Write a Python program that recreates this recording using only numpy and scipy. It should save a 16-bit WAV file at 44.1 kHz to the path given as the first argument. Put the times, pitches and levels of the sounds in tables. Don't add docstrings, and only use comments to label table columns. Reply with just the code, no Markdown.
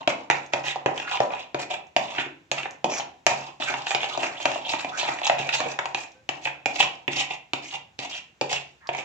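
import sys
import numpy as np
from scipy import signal
from scipy.io import wavfile

SR = 44100
rng = np.random.default_rng(int(sys.argv[2]) if len(sys.argv) > 2 else 0)


def wav_out(sig):
    wavfile.write(sys.argv[1], SR, np.round(np.clip(np.atleast_2d(sig).T, -1, 1) * 32767).astype(np.int16))


N = 398663

# (time [s], hollow pitch [Hz], clack pitch [Hz],
# wall flex [dB], hollow [dB], clack [dB], tick [dB])
KNOCKS = [(.074, 583, 2400, -24.5, -13, -15.5, -31), (.299, 826, 1790, -26, -12.5, -13.5, -29),
          (0.3095, 826, 2300, -47, -36, -17.5, -34.5), (.534, 704, 2220, -27.5, -12.5, -18, -29.5),
          (0.7574, 713, 1460, -35, -21.5, -43, -46), (.8586, 684, 1860, -23.5, -10.5, -19, -37),
          (.976, 786, 2900, -55.5, -36, -29.5, -40), (.998, 807, 2600, -50.5, -31, -25, -49),
          (1.117, 892, 1900, -59, -35, -25, -47.5), (1.153, 914, 2300, -56.5, -22.5, -36, -39),
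          (1.171, 850, 2550, -46.5, -34, -25, -47), (1.202, 617, 1690, -26, -11, -24.5, -34),
          (1.304, 746, 2600, -49, -26, -38, -63), (1.335, 806, 2650, -60, -22.5, -33, -63),
          (1.544, 560, 1480, -24.5, -20, -26, -40), (1.734, 744, 2600, -41.5, -23.5, -39, -59),
          (1.963, 723, 2910, -25.5, -13, -15, -27.5), (2.1823, 770, 2190, -35.5, -26, -19.5, -48),
          (2.198, 800, 1900, -53, -41.5, -35, -52), (2.26, 630, 2280, -38.5, -51.5, -37.5, -57),
          (2.514, 603, 2560, -31.5, -16.5, -19.5, -26), (2.631, 764, 2550, -41, -47, -29.5, -56),
          (2.655, 764, 1750, -40.5, -25.5, -31, -60), (2.842, 690, 2600, -23, -14.5, -24, -33),
          (2.919, 755, 2400, -34.5, -21.5, -41.5, -40), (2.9965, 807, 2700, -53.5, -24, -30, -45.5),
          (3.2643, 658, 2000, -22, -12.5, -11.5, -17), (3.599, 711, 2420, -37, -30, -36, -50),
          (3.621, 684, 1600, -42, -42, -27, -54), (3.698, 800, 2000, -40, -22, -33, -40),
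          (3.739, 764, 2500, -36.5, -23, -22.5, -46), (3.867, 717, 2600, -59, -26, -22.5, -39),
          (3.906, 713, 2400, -53, -22.5, -21.5, -34), (3.914, 820, 2600, -58, -25, -21, -38),
          (3.947, 724, 2580, -34, -17, -17, -30), (4.031, 735, 2600, -48, -22, -24.5, -41),
          (4.041, 752, 2400, -60, -23, -23.5, -46), (4.149, 983, 2600, -50, -27, -40, -56),
          (4.174, 720, 2550, -31.5, -19, -36.5, -34.5), (4.231, 797, 2680, -34, -22, -25, -40),
          (4.401, 906, 2300, -62, -27.5, -36, -54), (4.454, 740, 2520, -30, -12, -16.5, -29.5),
          (4.515, 740, 2300, -40.5, -31, -29, -39), (4.557, 740, 1970, -43, -20, -44, -62),
          (4.735, 803, 2340, -35.5, -18, -21, -50), (4.845, 720, 2540, -37, -23.5, -28.5, -41),
          (5.029, 693, 2360, -36, -20, -34, -44), (5.086, 776, 2700, -36.5, -22.5, -26.5, -45),
          (5.186, 765, 1990, -47.5, -37.5, -29.5, -49.5), (5.215, 780, 2390, -54, -19.5, -32.5, -46.5),
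          (5.267, 900, 2210, -52, -23, -29.5, -29), (5.274, 890, 2600, -58, -28, -28, -30),
          (5.296, 730, 2150, -30, -9.5, -14, -37), (5.383, 767, 2800, -47, -21.5, -26, -48),
          (5.398, 713, 2400, -32, -29, -33.5, -54), (5.49, 969, 2600, -57, -32, -19, -38),
          (5.602, 914, 1500, -33.5, -21, -30, -33), (5.66, 608, 2180, -41, -32, -55, -57),
          (5.788, 975, 1790, -34, -20.5, -20, -38), (5.855, 1000, 2450, -51, -23.5, -25.5, -39),
          (5.945, 848, 2420, -36, -25, -20, -32.5), (6.289, 723, 2590, -32, -22.5, -21, -33.5),
          (6.4695, 837, 1700, -46, -26, -30.5, -46), (6.475, 820, 1600, -56, -32, -30.5, -51),
          (6.657, 710, 2600, -28.5, -18.5, -14.5, -30.5), (6.802, 854, 2930, -60, -15, -18.5, -41),
          (6.826, 663, 2860, -54, -22, -17.5, -32), (7.078, 620, 2930, -25.5, -21, -18, -42),
          (7.533, 755, 2720, -31, -23, -20, -32.5), (7.989, 728, 2680, -35, -40, -28, -36),
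          (8.151, 761, 2750, -66, -42, -37, -44), (8.411, 540, 2760, -21.5, -17.5, -20, -30),
          (8.528, 740, 2750, -58, -33.5, -24, -29.5), (8.889, 825, 1900, -31, -19.5, -24, -48),
          (8.9475, 854, 2200, -42, -26, -29, -45), (8.986, 770, 2820, -40, -46, -28.5, -46)]
# (frequency [Hz], level [dB], t60 [s])
BOWL = [(214, -8.5, 0.046), (264, -6, 0.048), (306.6, 0.5, 0.028), (364, 0, 0.028), (450, -4, 0.024),
        (546, -1, 0.028), (602, 1.5, 0.015), (703, -1, 0.024), (740, 0.5, 0.032), (826, -3.5, 0.023),
        (928, -0.5, 0.028), (1090, -3, 0.0089), (1326, 0, 0.0094), (1600, 2, 0.0075), (1768, -0.5, 0.0048),
        (1900, -4.5, 0.012), (2162, -4, 0.0076), (2401, -5, 0.026), (2600, 0.5, 0.014), (2930, 1, 0.0095),
        (3380, -2.5, 0.011), (3800, -5, 0.0088), (4200.4, 7.5, 0.004), (4700, 4, 0.0048),
        (5200, -6, 0.0021), (6040, 2.5, 0.0063), (6760, 2.5, 0.0095), (7000, 3, 0.0054)]
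FAMILY_HZ = [150, 560, 1200, 4200, 9000]
# (time [s], length [s], drag on the bottom [dB],
# scrape on the wall [dB], wet crackle [dB], wall pitch [Hz])
STROKES = [(0, 0.012, -37, -39.5, -56, 2600), (0.084, 0.021, -53, -29, -39, 2220),
           (0.521, 0.0083, -47, -27, -41, 2400), (0.632, 0.081, -39.5, -29, -41, 2370),
           (0.937, 0.095, -41.5, -36, -48, 2500), (1.064, 0.035, -45, -33.5, -47, 2490),
           (1.101, 0.054, -42, -29, -43.5, 2470), (1.297, 0.13, -43, -36.5, -51, 2470),
           (1.587, 0.043, -36, -34.5, -41, 2540), (1.694, 0.044, -34.5, -30, -42.5, 2700),
           (2.022, 0.19, -43, -39.5, -49, 2560), (2.17, 0.045, -41, -28, -48, 2470),
           (2.236, 0.014, -48, -37, -50, 2380), (2.559, 0.043, -43, -32.5, -47, 2480),
           (2.893, 0.11, -34.5, -31, -46.5, 2670), (3.288, 0.056, -30, -32.5, -46, 2400),
           (3.378, 0.11, -43, -41.5, -53.5, 2220), (3.598, 0.13, -39.5, -29, -41, 2350),
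           (3.855, 0.078, -57, -42, -43, 2400), (4, 0.039, -38, -29, -41, 2403),
           (4.08, 0.062, -39.5, -36, -43.5, 2530), (4.186, 0.1, -37.5, -32, -44, 2600),
           (4.394, 0.028, -41, -30, -41.5, 2600), (4.465, 0.11, -40, -35, -47.5, 2350),
           (4.678, 0.073, -35, -30, -36.5, 2870), (4.785, 0.032, -39.5, -35.5, -41.5, 2600),
           (4.945, 0.032, -42, -35, -43, 2470), (4.979, 0.03, -32, -27, -35.5, 2470),
           (5.032, 0.11, -35, -31.5, -43, 2500), (5.229, 0.034, -38, -23, -45, 2280),
           (5.377, 0.05, -37, -31.5, -42.5, 2520), (5.523, 0.029, -33, -25, -31.5, 2300),
           (5.591, 0.082, -32, -36.5, -55, 2210), (5.678, 0.035, -56, -35, -41.5, 2360),
           (5.968, 0.06, -39.5, -35, -42.5, 2400), (6.404, 0.048, -54, -41.5, -50.5, 2750),
           (6.444, 0.017, -34, -28.5, -42.5, 2380), (6.727, 0.084, -40.5, -38, -42, 2820),
           (6.786, 0.042, -33, -21, -32, 2820), (7.103, 0.046, -52, -33.5, -43, 2640),
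           (7.153, 0.037, -36, -25.5, -34, 2730), (7.194, 0.015, -30, -18.5, -29, 2670),
           (7.289, 0.048, -38, -34.5, -45.5, 2720), (7.614, 0.11, -56, -43.5, -49, 2680),
           (7.72, 0.032, -37, -32.5, -44.5, 2660), (7.983, 0.065, -38.5, -33, -43.5, 2760),
           (8.088, 0.093, -50.5, -41, -44.5, 2690), (8.489, 0.064, -35.5, -31, -35.5, 2780),
           (8.926, 0.076, -38, -34.5, -47, 2290)]
# (drag [dB], scrape [dB], crackle [dB])
CIRCLING_DB = [-44, -42.5, -52]
CIRCLING_FROM_S, CIRCLING_TO_S = 3.6, 5.75
BITE_S, SWELL_DB, LET_GO_S = 0.0076, [-0.5, 0.5, 1.5], 0.013
# (drag against hollow [dB], scrape against clack [dB], crackle against tick [dB])
SKID_DB, SKID_ONSET_S, SKID_FADE_S = [-19, -26, -15.5], 0.015, 0.069
# (time [s], share [0-1])
BARE = [(0, 0.06), (2.2, 0.51), (2.8, 0.64), (3.5, 0.22), (5.8, 0.07), (6.72, 0.97), (8.6, 1), (8.8, 0.44)]
# (time [s], length [s], first pitch [Hz], last pitch [Hz], level [dB])
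SQUELCHES = [(0.634, 0.11, 2050, 2000, -35), (0.643, 0.045, 3720, 3020, -39.5),
             (1.007, 0.088, 1520, 1320, -44), (1.103, 0.057, 810, 1040, -27),
             (1.316, 0.034, 1030, 1340, -45), (2.18, 0.042, 1860, 1570, -30.5),
             (2.183, 0.038, 3000, 2760, -30), (2.626, 0.047, 2600, 1900, -37.5),
             (2.884, 0.13, 5750, 6400, -33.5), (3.657, 0.076, 1730, 1220, -32.5),
             (3.858, 0.034, 2700, 4400, -33), (3.875, 0.064, 6800, 7400, -35.5),
             (4.03, 0.029, 3020, 3920, -41), (4.1, 0.052, 1370, 1050, -39), (4.131, 0.033, 3180, 3800, -35),
             (4.345, 0.046, 1900, 3940, -38.5), (4.64, 0.042, 2880, 3430, -32),
             (4.688, 0.022, 3500, 6340, -31), (4.784, 0.02, 3540, 3840, -34),
             (4.911, 0.077, 1290, 1600, -35.5), (4.97, 0.037, 7000, 5470, -32.5),
             (4.975, 0.11, 4700, 3060, -31.5), (5.243, 0.014, 7100, 6760, -29.5),
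             (5.263, 0.011, 6500, 5200, -28.5), (5.533, 0.092, 4340, 3500, -33),
             (5.535, 0.072, 7000, 6150, -37), (5.63, 0.018, 1090, 706, -42),
             (5.652, 0.034, 620, 402, -31.5), (5.692, 0.039, 5330, 6330, -46),
             (6.8, 0.012, 2800, 3040, -10.5), (7.634, 0.076, 6900, 6440, -46),
             (7.149, 0.055, 2800, 3280, -29), (8.096, 0.11, 3270, 2600, -36),
             (8.503, 0.094, 3140, 2630, -29), (8.798, 0.11, 1750, 1600, -50),
             (8.815, 0.09, 1250, 1100, -48)]
# (time [s], pitch [Hz], level [dB])
POPS = [(.463, 6170, -30.5), (1.869, 6240, -42), (2.709, 6450, -24.5), (2.9725, 4960, -21),
        (2.985, 5800, -10.5), (4.429, 6500, -19), (6.119, 5970, -35.5), (7.172, 3500, -18),
        (7.712, 3550, -22), (8.507, 5500, -21), (8.872, 4800, -22.5)]
# (time [s], level [dB])
SQUEAK = [(6.11, -88), (6.16, -55), (6.21, -59), (6.25, -95)]
# (frequency [Hz], level [dB])
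SQUEAK_LINES = [(517, 0), (1535, -5)]
# (frequency [Hz], level difference [dB])
LEANING = [(200, -2.5), (350, 2.5), (430, -1), (530, 5.5), (610, 0.5), (740, 1), (826, -11.5), (933, 2),
           (1150, -5), (1500, -4.5), (2000, -0.5), (2700, -1), (4500, -5), (7000, -1)]
# (frequency [Hz], level [dB], t60 [s])
BOOM = [(78.6, -57.5, .6), (119, -60.5, 0.32), (140, -46, 0.43), (170, -52, 0.25), (200.6, -58, 0.3)]
# (frequency [Hz], t60 [s])
ROOM_T60 = [(100, 0.5), (260, 0.6), (700, 0.35), (1800, 0.36), (3000, 0.36), (6000, 0.28), (14000, 0)]
# (frequency [Hz], level [dB])
ROOM_DB = [(100, -10), (300, -1), (700, -1), (1500, -0.5), (3000, -3.5), (6000, -6.5), (14000, 10.5)]
# (frequency [Hz], correlation [-1 to 1])
LIKENESS = [(100, 0.75), (270, 1), (480, 0.35), (680, 0.83), (850, 0.27), (1200, -0.45), (1700, 0.05),
            (16000, 0.61)]
# (frequency [Hz], density [dB per Hz])
FLOOR = [(25, -27.5), (50, -16.5), (75, -1), (140, -1), (300, -11), (700, -10.5), (1300, -14), (2700, -14),
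         (5000, -24.5), (8000, -20.5), (16000, -27.5)]
FLOOR_DB = -62
CUTOFF_HZ = 15900


def knocks(thud_db=5.0, thump_db=20.5, thump_hz=300, flex_db=23.5, hollow_db=19.5, clack_db=21.5,
           tick_db=22.0, flex_hz=370, tick_hz=5000, focus_db=9.0, crack_db=23.5, crack_s=0.0015,
           snap_db=13.5, punch_db=16.0, contact_s=0.001205):
    out = np.zeros((2, N + SR))
    t = np.arange(SR // 12) / SR
    push = thud()
    for s, hollow_hz, clack_hz, flex, hollow, clack, tick in KNOCKS:
        gains = from_db([flex + flex_db, hollow + hollow_db, clack + clack_db, tick + tick_db])
        pitches = [flex_hz, hollow_hz, clack_hz, tick_hz]
        hit = sum(gains[k] * bowl_ring(k, hz, focus_db) for k, hz in enumerate(pitches))
        crack = rng.standard_normal((2, len(t))) * np.exp(-t / crack_s)
        hit += from_db(tick + crack_db) * unit_energy(butter(crack, [2500, 6500], "band"))
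        hit += from_db(hollow + punch_db) * punch(hollow_hz, cycles=0.96, lag_rad=.6)
        hit += from_db(clack + snap_db) * punch(clack_hz, cycles=0.89, lag_rad=1.14)
        hit += from_db(flex + thump_db) * punch(thump_hz, cycles=0.66, lag_rad=0.18)
        hit += from_db(flex + thud_db) * push
        start = int((s + contact_s) * SR)
        out[:, start:start + len(t)] += hit
    return out[:, :N]


def bowl_ring(family, focus_hz, focus_db, detune=0.028, spread_db=1.0, apart_hz=700, widest=1.59,
              phase_spread=0.44, build_cycles=0.76):
    t = np.arange(SR // 12) / SR
    out = np.zeros((2, len(t)))
    for mode_hz, level_db, t60 in BOWL:
        if FAMILY_HZ[family] <= mode_hz < FAMILY_HZ[family + 1]:
            chance = rng.standard_normal((4, 1))
            hz = mode_hz * (1 + detune * rng.standard_normal())
            apart = min((hz / apart_hz) ** 2, widest) * (phase_spread * chance[1] - 1)
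            phase = np.pi * chance[0] + apart * np.array([[.5], [-.5]])
            swell = 1 - np.exp(-t * hz / build_cycles)
            strength_db = level_db - focus_db * abs(np.log2(hz / focus_hz)) + spread_db * chance[2:]
            decay = from_db(strength_db - 60 * t / t60)
            out += ports(at_hz(LEANING, mode_hz)) * decay * swell * np.sin(2 * np.pi * hz * t + phase)
    return unit_energy(butter(out, FAMILY_HZ[family] * 0.67, "high"))


def punch(hz, cycles, lag_rad, low_hz=180):
    t = np.arange(SR // 12) / SR
    phase = lag_rad * np.array([[1], [0]])
    swing = t * np.exp(-t * hz / cycles) * np.sin(2 * np.pi * hz * t - phase)
    return unit_energy(butter(swing, low_hz, "high"))


def thud(low_hz=120, high_hz=200):
    pulse = butter(signal.unit_impulse(SR // 12), [low_hz, high_hz], "band")
    return unit_energy(np.array([pulse, pulse]))


def stirring(thud_db=-26.5, flex_db=-17.0, drag_db=-2.0, scrape_db=-3.5, wet_db=-2.0, judder_db=3.2,
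             lumps_db=0.98, flex_hz=400):
    t = np.arange(N) / SR
    judder = from_db(judder_db * drift(rate=200) + lumps_db * drift(rate=61))
    drag, scrape, wet = rubbing_forces() * judder

    dragging = drag * slips(per_s=1000, uneven_db=2.5)
    bottom = from_db(flex_db) * rubbed(dragging, family=0, focus_hz=flex_hz, focus_db=19.5)
    hollow_hz = np.interp(t, *np.transpose(KNOCKS)[:2])
    hollow = rubbed(dragging, family=1, focus_hz=hollow_hz, focus_db=6.0, wander=.3, scatter=.25)
    bottom += from_db(drag_db) * hollow

    scraping = from_db(scrape_db) * scrape * slips(per_s=1500, uneven_db=5.0)
    s, length, *_, wall_hz = np.transpose(STROKES)
    place_hz = np.interp(t, s + length / 2, wall_hz)
    bare_share = np.interp(t, *np.transpose(BARE))
    on_plastic = rng.random(N) < bare_share
    wall = rubbed(scraping * on_plastic, family=2, focus_hz=place_hz, focus_db=25.0,
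                  wander=0.048, scatter=0.073)
    wall += rubbed(scraping * ~on_plastic, family=2, focus_hz=place_hz, focus_db=12.5,
                   wander=0.45, scatter=.14)

    paste = from_db(wet_db) * crackle(wet * slips(per_s=2600, uneven_db=2.0))
    return from_db(thud_db) * through(dragging, thud()) + retuned(bottom + wall), paste


def rubbing_forces():
    power = np.zeros((3, N))
    for s, length, drag, scrape, wet, _ in STROKES:
        add(power, s, [drag, scrape, wet], stroke(length, SWELL_DB))
    add(power, CIRCLING_FROM_S, CIRCLING_DB, stroke(CIRCLING_TO_S - CIRCLING_FROM_S, [0]))
    t = np.arange(SR // 2) / SR
    skid = np.minimum(t / SKID_ONSET_S, 1) * np.exp(-t / SKID_FADE_S)
    for s, *_, hollow, clack, tick in KNOCKS:
        add(power, s, np.add([hollow, clack, tick], SKID_DB), skid)
    return np.sqrt(power)


def stroke(length, swell_db):
    t = np.arange(int(length * SR) + SR // 4) / SR
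    swell = from_db(np.outer(swell_db, np.minimum(t / length, 1) - .5))
    release = np.exp(-np.maximum(t - length, 0) / LET_GO_S)
    return np.minimum(t / BITE_S, 1) * swell * release


def add(power, s, levels_db, shape):
    start = max(int(s * SR), 0)
    part = (from_db(levels_db)[:, None] * shape)[:, :N - start]
    power[:, start:start + part.shape[1]] += part ** 2


def slips(per_s, uneven_db):
    sizes = from_db(uneven_db * np.minimum(rng.exponential(1, N), 4)) * rng.choice([-1, 1], N)
    return rms_one(sizes * (rng.random(N) < per_s / SR))


def rubbed(force, family, focus_hz, focus_db, wander=.18, scatter=.15, count=6):
    spots = np.geomspace(FAMILY_HZ[family], FAMILY_HZ[family + 1], count)
    octave = np.log2(focus_hz / spots[0]) + wander * drift(rate=25) + scatter * rng.standard_normal(N)
    spot = np.clip(np.round(octave / np.log2(spots[1] / spots[0])), 0, count - 1)
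    return sum(through(force * (spot == k), bowl_ring(family, hz, focus_db)) for k, hz in enumerate(spots))


def retuned(x, shift_s=0.0022):
    samples = np.arange(N)
    read_at = samples + shift_s * SR * drift(rate=12)
    return np.array([np.interp(read_at, samples, channel) for channel in x])


def crackle(force, low_hz=3500, high_hz=7600, cycles=2.8, snap=0.12, clump_db=2.5, count=8):
    t = np.arange(256) / SR
    pocket = rng.integers(0, count, N)
    out = 0
    for k, hz in enumerate(np.geomspace(low_hz, high_hz, count)):
        pop = np.exp(-t * hz / cycles) * np.sin(2 * np.pi * (hz * t + rng.random((2, 1))))
        pop[:, 0] += snap
        tearing = force * (pocket == k) * from_db(clump_db * drift(rate=64))
        out = out + through(tearing, unit_energy(pop))
    return out


def squelches(level_db=-3.0, ring_cycles=2.2):
    out = np.zeros((2, N + SR))
    tearing = slips(per_s=1100, uneven_db=1.5)
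    for s, length, first_hz, last_hz, db in SQUELCHES:
        start, size = int(s * SR), int(length * SR)
        turn = np.exp(2j * np.pi * np.cumsum(np.geomspace(first_hz, last_hz, size)) / SR)
        keep = np.exp(-2 * first_hz / (ring_cycles * SR))
        unwound = tearing[start:start + size] / turn
        ring = turn * signal.lfilter([1], [1, -2 * keep, keep ** 2], unwound)
        gap = rms_one(np.array([ring.imag, ring.real])) * signal.windows.tukey(size, .5)
        out[:, start:start + size] += from_db(db + level_db) * gap
    return out[:, :N]


def pops(level_db=0.0, cycles=1.6, low_hz=2200):
    out = np.zeros(N + SR)
    t = np.arange(256) / SR
    for s, hz, db in POPS:
        start = int(s * SR)
        burst = np.exp(-t * hz / cycles) * np.sin(2 * np.pi * hz * t)
        out[start:start + len(t)] += from_db(db + level_db) * burst
    return butter(out[:N], low_hz, "high")


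def squeak(waver=0.0102):
    level_db = np.interp(np.arange(N) / SR, *np.transpose(SQUEAK), left=-np.inf, right=-np.inf)
    clock = np.cumsum(1 + waver * drift(rate=35)) / SR
    tones = sum(from_db(db) * np.sin(2 * np.pi * hz * clock) for hz, db in SQUEAK_LINES)
    return from_db(level_db) * tones


def kitchen(x, count=3):
    shares = np.array([drift(rate=5) for _ in range(count)])
    shares /= np.linalg.norm(shares, axis=0)
    reflected = sum(through(x * share, reflections()) for share in shares)
    t = np.arange(SR * 3 // 4) / SR
    boom = sum(from_db(level_db - 60 * t / t60) * np.sin(2 * np.pi * hz * t) for hz, level_db, t60 in BOOM)
    return reflected + through(x.mean(axis=0), boom[None])


def reflections(near_db=-4.0, near_t60=0.032, gap_s=0.0021):
    t = np.arange(SR // 2) / SR

    def fade(level_db, t60):
        height = np.sqrt(2 * np.log(1000) / (t60 * SR))
        return from_db(level_db - 60 * t / t60) * height * (t > gap_s)

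    response = 0
    for hz, band in diffuse_bands(len(t)):
        tail = fade(at_hz(ROOM_DB, hz), at_hz(ROOM_T60, hz)) * band[:, ::-1]
        near = fade(near_db, near_t60) * band
        response = response + tail + near
    return response


def room_floor(count=4):
    bands = diffuse_bands(N // count + 1)
    hush = rms_one(sum(from_db(at_hz(FLOOR, hz)) * band for hz, band in bands))
    return from_db(FLOOR_DB) * np.tile(hush, count)[:, :N]


def diffuse_bands(size):
    edges = 22 * 2 ** np.arange(0, 10, .5)
    white = rng.standard_normal((2, 2, size))
    for k, (low, high) in enumerate(zip(edges, edges[1:])):
        mid, side = butter(white[k % 2], [low, high], "band")
        hz = np.sqrt(low * high)
        alike = np.clip(at_hz(LIKENESS, hz), -1, 1)
        yield hz, np.sqrt((1 + alike) / 2) * mid + np.sqrt((1 - alike) / 2) * side * [[1], [-1]]


def drift(rate):
    return rms_one(np.interp(np.arange(N) / SR * rate, np.arange(8192), rng.standard_normal(8192)))


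def from_db(db):
    return 10 ** (np.asarray(db) / 20)


def rms_one(x):
    return x / np.sqrt(np.mean(x ** 2) + 1e-20)


def unit_energy(x):
    return x / np.sqrt(np.sum(x ** 2) / 2 + 1e-20)


def at_hz(points, hz):
    table = np.array(points)
    return np.interp(np.log(hz), np.log(table[:, 0]), table[:, 1])


def butter(x, hz, kind, order=2):
    return signal.sosfilt(signal.butter(order, hz, kind, fs=SR, output="sos"), x)


def through(x, response):
    return signal.oaconvolve(np.atleast_2d(x), response, axes=1)[:, :N]


def ports(left_db):
    return from_db(left_db * np.array([[.5], [-.5]]))


def scene(paste_pan_db=-2.5):
    rubbing, wet = stirring()
    paste = (wet + squelches() + pops()) * ports(paste_pan_db)
    direct = knocks() + rubbing + paste + squeak()
    return direct + kitchen(direct) + room_floor()


def record(dry, shelf_hz=7350, top_db=-16.5):
    below = butter(dry, shelf_hz, "low", order=12)
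    above = from_db(top_db) * butter(dry, shelf_hz, "high", order=4)
    rounded = np.tanh(below + above)
    return signal.sosfilt(signal.ellip(10, .2, 80, CUTOFF_HZ, fs=SR, output="sos"), rounded)


dry = scene()
out = record(dry)
wav_out(out)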